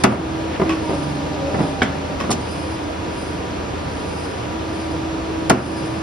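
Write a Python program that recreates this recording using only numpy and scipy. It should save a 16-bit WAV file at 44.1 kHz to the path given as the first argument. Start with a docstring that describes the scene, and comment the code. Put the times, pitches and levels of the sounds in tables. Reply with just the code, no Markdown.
"""A workshop: a hydraulic paper guillotine runs through one empty cut.
Fan and oil flow rush, cooling air hisses, and a thin hiss returns with every turn of the belt.
Motor and pump hum throughout; pump and gears sag in pitch as the whining knife drive loads the flywheel.
A heavy clunk opens and closes the cycle. Between them clamp, clutch and knife linkage rub, snap and
knock on the steel frame. A gain control ducks the loudest blows."""
import sys
import numpy as np
from scipy import signal
from scipy.io import wavfile
from scipy.ndimage import uniform_filter1d

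SR = 44100
rng = np.random.default_rng(int(sys.argv[2]) if len(sys.argv) > 2 else 0)


def transcribe(signal):
    """Save signal, clipped to [-1, 1], as a 16-bit WAV file at the path in sys.argv[1]."""
    frames = np.atleast_2d(signal).T
    limited = np.clip(frames, -1, 1)
    pcm = np.round(limited * 32767).astype(np.int16)
    wavfile.write(sys.argv[1], SR, pcm)


N = 265482
TIME_S = np.arange(N) / SR
EDGES_HZ = 22 * 2 ** np.arange(0, 9.4, 1 / 3)   # third-octave bands
CENTRES_HZ = np.sqrt(EDGES_HZ[1:] * EDGES_HZ[:-1])
CLUTCH_IN_S, CLUTCH_OUT_S = .76, 2.15
KNIFE_START_S, KNIFE_BOTTOM_S, KNIFE_REST_S = .76, 1.65, 2.42
VANE_HZ, MESH_HZ = 322.5, 297   # pump vanes and gear mesh at full speed

# Stereo balance. Each row: frequency in Hz, left minus right in dB.
BALANCE = [(60, -1), (130, -3), (250, -2), (600, 1), (2000, -0.3), (5000, 0.7), (11000, -10)]
# Width of running noise and blows. 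Each row: frequency in Hz, left-right correlation before clipping.
RUNNING_CORRELATION = [(60, 0.86), (110, 0.92), (200, 0.83), (350, 0.21), (640, 0.05), (1160, -0.19),
                       (2100, 0.42), (3600, 0.058), (5000, 1), (6300, -2.9), (11000, -0.71)]
BLOW_CORRELATION = [(100, 1), (350, 0.91), (640, 0.27), (1160, 0.15), (2100, 0.68), (3800, 0.11),
                    (5000, 0.57), (6500, -1.3), (8000, -0.95), (10000, 1)]
# Noise spectra. Each row: frequency in Hz, relative density in dB.
RUNNING_SPECTRUM = [(15, -68), (25, -54), (48, -10), (69, -8), (103, -7.5), (191, -6.5), (210, -9.5),
                    (319, -9.5), (349, -11), (375, -8), (568, -8.5), (990, -15), (1430, -17.5),
                    (2100, -24.5), (2650, -23), (3600, -27.5), (6300, -35.5), (8190, -127), (13900, -120)]
SLIDING_SPECTRUM = [(80, -22), (150, 12.5), (450, -24), (800, 0), (1300, -19), (3000, -13.5), (6000, -20.5)]
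ARMATURE_SPECTRUM = [(300, 1), (800, 0), (1100, 2.5), (1500, -2), (3100, -1.5), (3900, -20), (5500, -4),
                     (7000, -19), (11000, -25)]
SNAP_SPECTRUM = [(150, -1), (260, 0), (400, 5), (800, -18), (2100, -5), (5000, -0.5), (7000, 4), (9500, -9),
                 (12500, -28)]
CLUNK_SPECTRUM = [(60, -21), (100, -10.5), (140, 1.5), (240, 1.5), (380, -5.5), (520, -4.5), (690, -1.5),
                  (1000, -8.5), (1400, -5), (1750, -17), (2800, -15), (3700, -33.5), (5500, -26),
                  (12500, -54)]
ECHO_SPECTRUM = [(300, -15), (900, -11), (1500, 6.5), (2300, -3), (2700, -10), (3400, -2), (4200, -25),
                 (7000, -29)]
CRACK_SPECTRUM = [(1500, -8), (4200, 3), (6000, 3), (7500, 3), (8500, 1), (10000, -3), (12500, -28)]
# Panel colours. Each row: frequency in Hz, relative band level in dB.
SCRAPE_COLOUR = [(250, -6), (700, -1.5), (1200, -9), (1700, -7), (2700, -7), (3800, -19), (6500, -23)]
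KNOCK_COLOUR = [(130, -2.5), (230, 2), (420, -2), (900, 0.5), (2100, -13), (6500, -30)]
# Hiss resonances. Each row: centre in Hz, width in Hz, relative level in dB, left-right correlation.
AIR_PEAKS = [(5000, 1300, -52.5, .9), (6100, 800, -57, .9), (7300, 2400, -50.5, -.9),
             (10000, 2200, -56, .95)]
BELT_PEAKS = [(4930, 280, 1, .9), (5100, 1800, -3, .3), (8300, 1700, -4, -.95), (9650, 1300, -1.5, .95)]
# Belt brushes. Each row: time into the turn in seconds, half length in seconds, relative level in dB.
BELT_BRUSHES = [(0.047, 0.095, -51.5), (0.973, 0.17, -50)]
# Motor and fan tones. Each row: frequency in Hz, level in dB.
MOTOR_TONES = [(80.4, -36), (113.0, -44.5), (271, -41.5), (376.8, -42.5), (963.6, -42.5), (1195, -46),
               (2449, -54.5), (2568, -69)]
# Pump under pressure. Each row: start in seconds, end in seconds, level in dB.
PUMP_SPELLS = [(-.1, .08, -30), (0.185, 0.53, -27), (0.645, 0.98, -28.5), (0.98, 1.65, -32),
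               (2.614, 3.5, -37), (4.515, 5.57, -29), (5.68, 6.2, -29.5)]
# Pressure peaks as the clamp bears down or meets its top stop.
# Each row: centre in seconds, half length in seconds, level in dB.
PUMP_SURGES = [(0.705, 0.03, -22.5), (2.746, .04, -41), (5.43, 0.097, -38)]
# Whine partials. Each row: multiple of the mesh or vane rate, relative level in dB.
MESH_ORDERS = [(1, -2.5), (2, -6.5)]
VANE_ORDERS = [(2, -1.5), (3, -9)]
# Drive groans. Each row: centre in seconds, full-speed pitch in Hz, half length in seconds, level in dB.
GROANS = [(0.903, 964, 0.049, -34), (0.966, 592, 0.048, -31.5), (1.092, 154, 0.06, -25),
          (1.465, 588, 0.05, -29), (1.49, 649, 0.054, -34.5), (1.507, 836, 0.32, -34.5),
          (1.544, 841, 0.021, -30), (2.047, 296.6, 0.11, -36), (2.122, 601, 0.08, -37)]
# Rubs. Each row: centre in seconds, half length in seconds, relative level in dB, tilt in dB per octave.
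SCRAPES = [(0.552, 0.02, -34.5, 2), (0.707, 0.032, -40, 2), (0.923, 0.029, -36.5, 0.5),
           (1.634, 0.043, -38, -5.5)]
# Steel modes. Each row: frequency in Hz, relative level in dB, t60 in seconds before damping and cap.
ARMATURE_MODES = [(1063, 0, 0.057), (1121, 2, 0.059), (1490, -6, 0.045), (1890, -5, 0.066),
                  (2556, -2.5, 0.039), (3120, -12, 0.031), (5130, -14, .04)]
PAWL_MODES = [(387, -2.5, 0.076), (470, -13, .08), (758, 0, 0.062), (1340, -2, .035), (1460, -4, .035),
              (1555, 4, 0.027), (1800, 0, 0.017), (2166, -1.5, 0.053), (2264, 1.5, 0.046),
              (3160, -9, 0.069), (3300, -11, .04), (3740, -10.5, .03), (4740, -21, .11), (5270, -21, 0.12),
              (5680, -27, .15), (6200, -32, 0.22)]
CATCH_MODES = [(375, 5, .09), (725, 2.5, .07), (830, 3, .06), (1020, 0, 0.058), (1200, 4, 0.06),
               (3675, -8, 0.074), (4450, -8, 0.083), (5540, -6, 0.07), (8920, -3, .025), (9500, -5, .06)]
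CLAMP_MODES = [(200, -8, 0.12), (389, 0, 0.1), (682, -1, 0.035), (870, -30, 0.047), (985, -9, 0.059),
               (1227, -9.5, 0.04)]
FRAME_MODES = [(125.2, -6, 0.57), (168, -11, 0.3), (203, -4, 0.3), (254, 2.5, 0.25), (306, -22, 0.1),
               (358.7, -3.5, 0.52), (379, 5, 0.11), (458, -0.5, 0.13), (650, 1, 0.099), (693, 3.5, 0.068),
               (853, 1, 0.07), (1100, -4, 0.091), (1322, -7, 0.028), (1435, -6, 0.091), (2013, -2, 0.1),
               (2205, -14, 0.13)]
# Strikes of small parts. Each row: start in seconds, ring level in dB, rattle level in dB.
ARMATURE_HITS = [(0.693, -24, -22.5), (0.7027, -33, -27), (0.721, -47, -36), (0.733, -37, -42),
                 (2.201, -28.5, -22), (2.209, -34, -26)]
PAWL_HITS = [(1.8182, -14.5, -35), (1.8225, -32, -41), (1.828, -37, -33)]
CATCH_HITS = [(2.305, -22, -27), (2.312, -23, -20), (2.325, -33, -26)]
# Strikes on the clamp beam. 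Each row: start in seconds, level in dB.
CLAMP_HITS = [(0.598, -13), (0.6193, -11), (0.889, -22.5), (0.912, -20), (0.93, -28)]
# Light blows. Each row: start in seconds, relative level in dB, tilt in dB per octave.
KNOCKS = [(.119, -29, -0.5), (0.595, -28, 1), (0.614, -25, 0), (.893, -34, -4.5), (1.541, -26, -0.5),
          (1.588, -31.5, 2), (1.603, -31, -2.5), (1.8191, -30, -5), (2.207, -38.5, -5), (2.237, -34, -1.5),
          (2.291, -29.5, -2)]
# Heavy blows. Each row: start in seconds, relative level in dB, crack offset in dB.
CLUNKS = [(.036, 3, 0.5), (5.496, 2.5, 2.5)]


def from_db(db):
    """Decibels to gain."""
    return 10 ** (np.asarray(db) / 20)


def unit_rms(x):
    """Scale to rms 1."""
    return x / np.sqrt(np.mean(x ** 2) + 1e-20)


def at_hz(table, hz):
    """Read a table on a log-frequency axis."""
    points_hz, values = np.array(table).T
    return np.interp(np.log(hz), np.log(points_hz), values)


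def balance(hz):
    """Left and right gain at a pitch; bass leans right."""
    return from_db(at_hz(BALANCE, hz) * np.array([[.5], [-.5]]))


def drift(rate_hz):
    """Smooth random wander of rms 1."""
    pole = np.exp(-200 * np.pi * rate_hz / SR)
    white = rng.standard_normal(N // 100 + 1002)
    slow = signal.lfilter([1], [1, -2 * pole, pole * pole], white)[1000:]
    return np.interp(np.arange(N) / 100, np.arange(len(slow)), unit_rms(slow))


def smooth(x, tau_s):
    """First-order lag."""
    pole = np.exp(-1 / (tau_s * SR))
    return signal.lfilter([1 - pole], [1, -pole], x)


def swell(centre_s, half_s):
    """Gaussian bell of height 1."""
    return np.exp(-.5 * ((TIME_S - centre_s) / half_s) ** 2)


def gate(start_s, end_s, ramp_s):
    """1 from start to end, with a ramp centred on each."""
    return np.clip(np.minimum(TIME_S - start_s, end_s - TIME_S) / ramp_s + .5, 0, 1)


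def stereo_band(white, edges_hz, correlation):
    """Band-pass two noises and mix them as mid and side; rms 1."""
    mid, side = signal.sosfilt(signal.butter(2, edges_hz, "band", fs=SR, output="sos"), white)
    return unit_rms(np.sqrt(1 + correlation) * mid + np.sqrt(1 - correlation) * side * [[1], [-1]])


def noise_bands(correlations):
    """Third-octave bands of stereo noise."""
    white = rng.standard_normal((2, 2, N))
    clipped = np.clip(at_hz(correlations, CENTRES_HZ), -.99, .99)
    return [balance(hz) * stereo_band(white[k % 2], EDGES_HZ[k:k + 2], clipped[k])
            for k, hz in enumerate(CENTRES_HZ)]


def peaked_noise(peaks):
    """Stereo noise in a few broad resonances."""
    out = np.zeros((2, N))
    for hz, width_hz, db, correlation in peaks:
        white = rng.standard_normal((2, N))
        out += from_db(db) * stereo_band(white, [hz - width_hz / 2, hz + width_hz / 2], correlation)
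    return out


def band_gains(spectrum):
    """Band gains of total power 1; no bands above the last row."""
    gains = from_db(at_hz(spectrum, CENTRES_HZ)) * np.sqrt(CENTRES_HZ)
    gains *= EDGES_HZ[:-1] < spectrum[-1][0]
    return gains / np.linalg.norm(gains)


def panel_gains(colour, db_per_octave):
    """Band gains tilted by contact hardness; the panels are too small to radiate deep bass."""
    tilt_db = db_per_octave * np.log2(np.maximum(CENTRES_HZ, 250) / 800)
    rolloff = np.sqrt((1 + (150 / CENTRES_HZ) ** 6) * (1 + (CENTRES_HZ / 10500) ** 8))
    return from_db(at_hz(colour, CENTRES_HZ) + tilt_db) / rolloff


def tone(hz, waver_db, spread):
    """Stereo sine; reflections make its level waver, and its phase at each ear."""
    phase = 2 * np.pi * np.cumsum(hz + np.zeros(N)) / SR
    spread_rad = spread * min(np.mean(hz) / 600, 1)
    ears = np.array([np.sin(phase + spread_rad * drift(1)) for _ in range(2)])
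    return np.sqrt(2) * balance(np.mean(hz)) * ears * from_db(waver_db * drift(2.6))


def ring(modes, hits, damping, max_t60_s):
    """Each hit sets the modes of a steel part ringing."""
    clicks, out = np.zeros(N) + 1e-18, np.zeros((2, N))
    for start_s, db, *_ in hits:
        clicks[int(start_s * SR)] += from_db(db)
    for k, (hz, db, t60_s) in enumerate(modes):
        pole = from_db(-60 / (min(t60_s / damping, max_t60_s) * SR))
        step_rad = 2 * np.pi * hz / SR
        mode = signal.lfilter([0, np.sin(step_rad)], [1, -2 * pole * np.cos(step_rad), pole ** 2], clicks)
        out += (-1) ** k * from_db(db) * balance(hz) * mode
    return out


def blow(bands, start_s, gains, rise_s, tail_db, t60_s, lag_s=.0002):
    """Dense panel modes: bending waves bring treble before bass, then the room rings. Times at 1 kHz."""
    start = int(start_s * SR)
    t = TIME_S[:min(N - start, int(.6 * SR))]
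    span = slice(start, start + len(t))
    out = np.zeros((2, N))
    for band, hz, gain in zip(bands, CENTRES_HZ, gains):
        slowness = np.sqrt(1000 / max(hz, 250))
        age_s = np.maximum(t - lag_s * slowness, 0)
        onset = age_s / (rise_s * slowness ** .29)
        direct = onset * np.exp(1 - onset)
        tail = from_db(tail_db - 60 * age_s / (t60_s * slowness ** .44)) * (1 - np.exp(-onset))
        out[:, span] += gain * np.hypot(direct, tail) * band[:, span]
    return out


def rattle(bands, hits, spectrum, **envelope):
    """The housing scatters each strike of a small part into a noise burst."""
    gains = band_gains(spectrum)
    return sum(blow(bands, start_s, from_db(db) * gains, **envelope) for start_s, _, db in hits)


def flywheel_speed(sag=.0655):
    """1 when free; sags while the clutch is in, then recovers."""
    loaded = (TIME_S > CLUTCH_IN_S) & (TIME_S < CLUTCH_OUT_S)
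    return 1 - sag * smooth(loaded, tau_s=.21)


def knife_effort(down_db=-37.5, upstroke_db=-3, strain_db=3.5):
    """Drive gain: steady going down, straining at the bottom, lighter going up."""
    db = down_db + upstroke_db * (TIME_S > KNIFE_BOTTOM_S) + strain_db * swell(KNIFE_BOTTOM_S, .066)
    return gate(KNIFE_START_S, KNIFE_REST_S, ramp_s=.19) * from_db(db)


def running_noise(rush_db=-25.67, sliding_db=3):
    """Fan and oil flow rush, lumpy in the bass; sliding steel adds noise while the knife moves."""
    sliding = knife_effort() * from_db(sliding_db)
    rush_gains = from_db(rush_db) * band_gains(RUNNING_SPECTRUM)
    lumps_db = 2 / np.sqrt(1 + CENTRES_HZ / 300)
    layers = zip(noise_bands(RUNNING_CORRELATION), rush_gains, band_gains(SLIDING_SPECTRUM), lumps_db)
    return sum(band * np.hypot(rush, slide * sliding) * from_db(lump_db * drift(14.7))
               for band, rush, slide, lump_db in layers)


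def cooling_air(gain_db=-1.5):
    """Cooling air hisses steadily."""
    return from_db(gain_db) * peaked_noise(AIR_PEAKS)


def belt(gain_db=1.5, turn_s=1.598, flutter_db=2):
    """A slowly turning part, likely the belt, brushes twice a turn, gripping and slipping."""
    hiss = peaked_noise(BELT_PEAKS) * from_db(flutter_db * drift(25))
    return hiss * sum(from_db(db + gain_db) * swell(start_s + offset_s, half_s)
                      for offset_s, half_s, db in BELT_BRUSHES
                      for start_s in np.arange(0, TIME_S[-1], turn_s))


def motor():
    """Motor and fan hum; the high tones wander more in pitch."""
    out = np.zeros((2, N))
    for hz, db in MOTOR_TONES:
        jitter = .0005 if hz < 1100 else .003
        out += from_db(db) * tone(hz * (1 + jitter * drift(5)), waver_db=1, spread=.4)
    return out


def flywheel_gear(level_db=-39, throb_hz=4.3, depth=.64):
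    """The idling gear hums at the mesh rate and throbs."""
    throb = 1 + depth * np.sin(2 * np.pi * throb_hz * TIME_S)
    return from_db(level_db) * throb * tone(MESH_HZ * flywheel_speed(), waver_db=2, spread=.5)


def pump(idle_db=-41.5, valve_s=.082):
    """The vane note swells with pressure and sags with the flywheel."""
    work = sum(from_db(db) * gate(start_s, end_s, valve_s) for start_s, end_s, db in PUMP_SPELLS)
    surge = sum(from_db(db) * swell(centre_s, half_s) for centre_s, half_s, db in PUMP_SURGES)
    pressure = np.hypot(from_db(idle_db), work + surge)
    return pressure * tone(VANE_HZ * flywheel_speed(), waver_db=.5, spread=.3)


def knife_drive(rough_db=2):
    """Loaded gear and pump tones whine and swell briefly into rough groans; all sag with the flywheel."""
    partials = [(k * MESH_HZ, db) for k, db in MESH_ORDERS] + [(k * VANE_HZ, db) for k, db in VANE_ORDERS]
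    speed = flywheel_speed()
    whine = sum(from_db(db) * tone(hz * speed * (1 + .005 * drift(30)), waver_db=2.5, spread=.5)
                for hz, db in partials)
    out = knife_effort() * whine
    for centre_s, hz, half_s, db in GROANS:
        envelope = from_db(db + rough_db * drift(39)) * swell(centre_s, half_s)
        out += envelope * tone(hz * speed * (1 + .006 * drift(47)), waver_db=2, spread=.25)
    return out


def scrapes(bands, rough_db=2.5):
    """The clamp rubs its guides and the knife bar rumbles: gritty swells with a soft top."""
    grit = from_db(rough_db * drift(90))
    lowpass = 1 / np.sqrt(1 + (CENTRES_HZ / 6000) ** 8)
    out = np.zeros((2, N))
    for centre_s, half_s, db, db_per_octave in SCRAPES:
        near = np.abs(TIME_S - centre_s) < 4 * half_s
        gains = lowpass * panel_gains(SCRAPE_COLOUR, db_per_octave)
        rub = sum(gain * band[:, near] for gain, band in zip(gains, bands))
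        out[:, near] += from_db(db) * rub * (grit * swell(centre_s, half_s))[near]
    return out


def armature(bands):
    """A small steel plate, likely the clutch magnet's armature, chatters pulling in and dropping out."""
    steel = ring(ARMATURE_MODES, ARMATURE_HITS, damping=.36, max_t60_s=.22)
    return steel + rattle(bands, ARMATURE_HITS, ARMATURE_SPECTRUM, rise_s=.002, tail_db=-8.5, t60_s=.31)


def pawl(bands, echo_db=-12.5):
    """The clutch pawl clacks; its first strike echoes in the housing."""
    steel = ring(PAWL_MODES, PAWL_HITS, damping=.69, max_t60_s=.29)
    snap = rattle(bands, PAWL_HITS, SNAP_SPECTRUM, rise_s=.005, tail_db=-8, t60_s=.22)
    echo_gains = from_db(echo_db) * band_gains(ECHO_SPECTRUM)
    return steel + snap + blow(bands, PAWL_HITS[0][0], echo_gains, rise_s=.002, tail_db=-8, t60_s=.38)


def catch(bands):
    """The catch snaps as the knife rises."""
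    steel = ring(CATCH_MODES, CATCH_HITS, damping=.84, max_t60_s=.049)
    return steel + rattle(bands, CATCH_HITS, SNAP_SPECTRUM, rise_s=.0053, tail_db=-8.5, t60_s=.19)


def clamp_beam():
    """The struck beam rings briefly."""
    return ring(CLAMP_MODES, CLAMP_HITS, damping=.89, max_t60_s=.2)


def knocks(bands, body_db=1, ring_db=-5):
    """Clamp, clutch and linkage strike panels and frame; harder contact is brighter."""
    hits = [(start_s + .004, db + ring_db) for start_s, db, _ in KNOCKS]
    out = ring(FRAME_MODES, hits, damping=1, max_t60_s=.2)
    for start_s, db, db_per_octave in KNOCKS:
        gains = from_db(db + body_db) * panel_gains(KNOCK_COLOUR, db_per_octave)
        out += blow(bands, start_s, gains, rise_s=.0039, tail_db=-7.5, t60_s=.34, lag_s=.00045)
    return out


def clunks(bands, body_db=-7, crack_db=-18.5, seat_db=-16, rebound_db=-15, soft_contact_hz=377):
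    """Steel cracks on contact; the heavy part seats, damping the frame, then rebounds with a dull ring."""
    seats = [(start_s + .0062, db + seat_db) for start_s, db, _ in CLUNKS]
    rebounds = [(start_s + .031, db + rebound_db) for start_s, db, _ in CLUNKS]
    low_modes = [(hz, db - 10 * np.log10(1 + (hz / soft_contact_hz) ** 8), t60_s)
                 for hz, db, t60_s in FRAME_MODES]
    out = ring(FRAME_MODES, seats, damping=.7, max_t60_s=.089)
    out += ring(low_modes, rebounds, damping=1, max_t60_s=.6)
    for start_s, db, offset_db in CLUNKS:
        crack_gains = from_db(db + crack_db + offset_db) * band_gains(CRACK_SPECTRUM)
        body_gains = from_db(db + body_db) * band_gains(CLUNK_SPECTRUM)
        out += blow(bands, start_s, crack_gains, rise_s=.003, tail_db=-11, t60_s=.15)
        out += blow(bands, start_s, body_gains, rise_s=.0081, tail_db=-6, t60_s=.53, lag_s=.00058)
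    return out


def scene():
    """The machine from the operator's place."""
    bands = noise_bands(BLOW_CORRELATION)
    small_parts = scrapes(bands) + armature(bands) + pawl(bands) + catch(bands)
    blows = clamp_beam() + knocks(bands) + clunks(bands)
    running = motor() + flywheel_gear() + pump() + running_noise()
    return running + knife_drive() + cooling_air() + belt() + small_parts + blows


def record(dry, threshold_db=-12.5, duck_share=.79, recover_db_per_s=29.5, cutoff_hz=11750):
    """Gain control ducks after the loudest blows and recovers slowly; peaks are rounded, the top cut."""
    power = uniform_filter1d(np.mean(dry ** 2, axis=0), size=800)
    level_db = 10 * np.log10(np.maximum(power, 1e-12))
    target_db = duck_share * np.maximum(level_db - threshold_db, 0)
    recovery_db = recover_db_per_s * TIME_S
    duck_db = np.maximum.accumulate(target_db + recovery_db) - recovery_db
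    ducked = dry * from_db(-smooth(duck_db, tau_s=.029))
    rounded = ducked / (1 + (ducked / .9) ** 4) ** .25
    return signal.sosfilt(signal.ellip(10, .3, 80, cutoff_hz, fs=SR, output="sos"), rounded)


dry = scene()
out = record(dry)
transcribe(out)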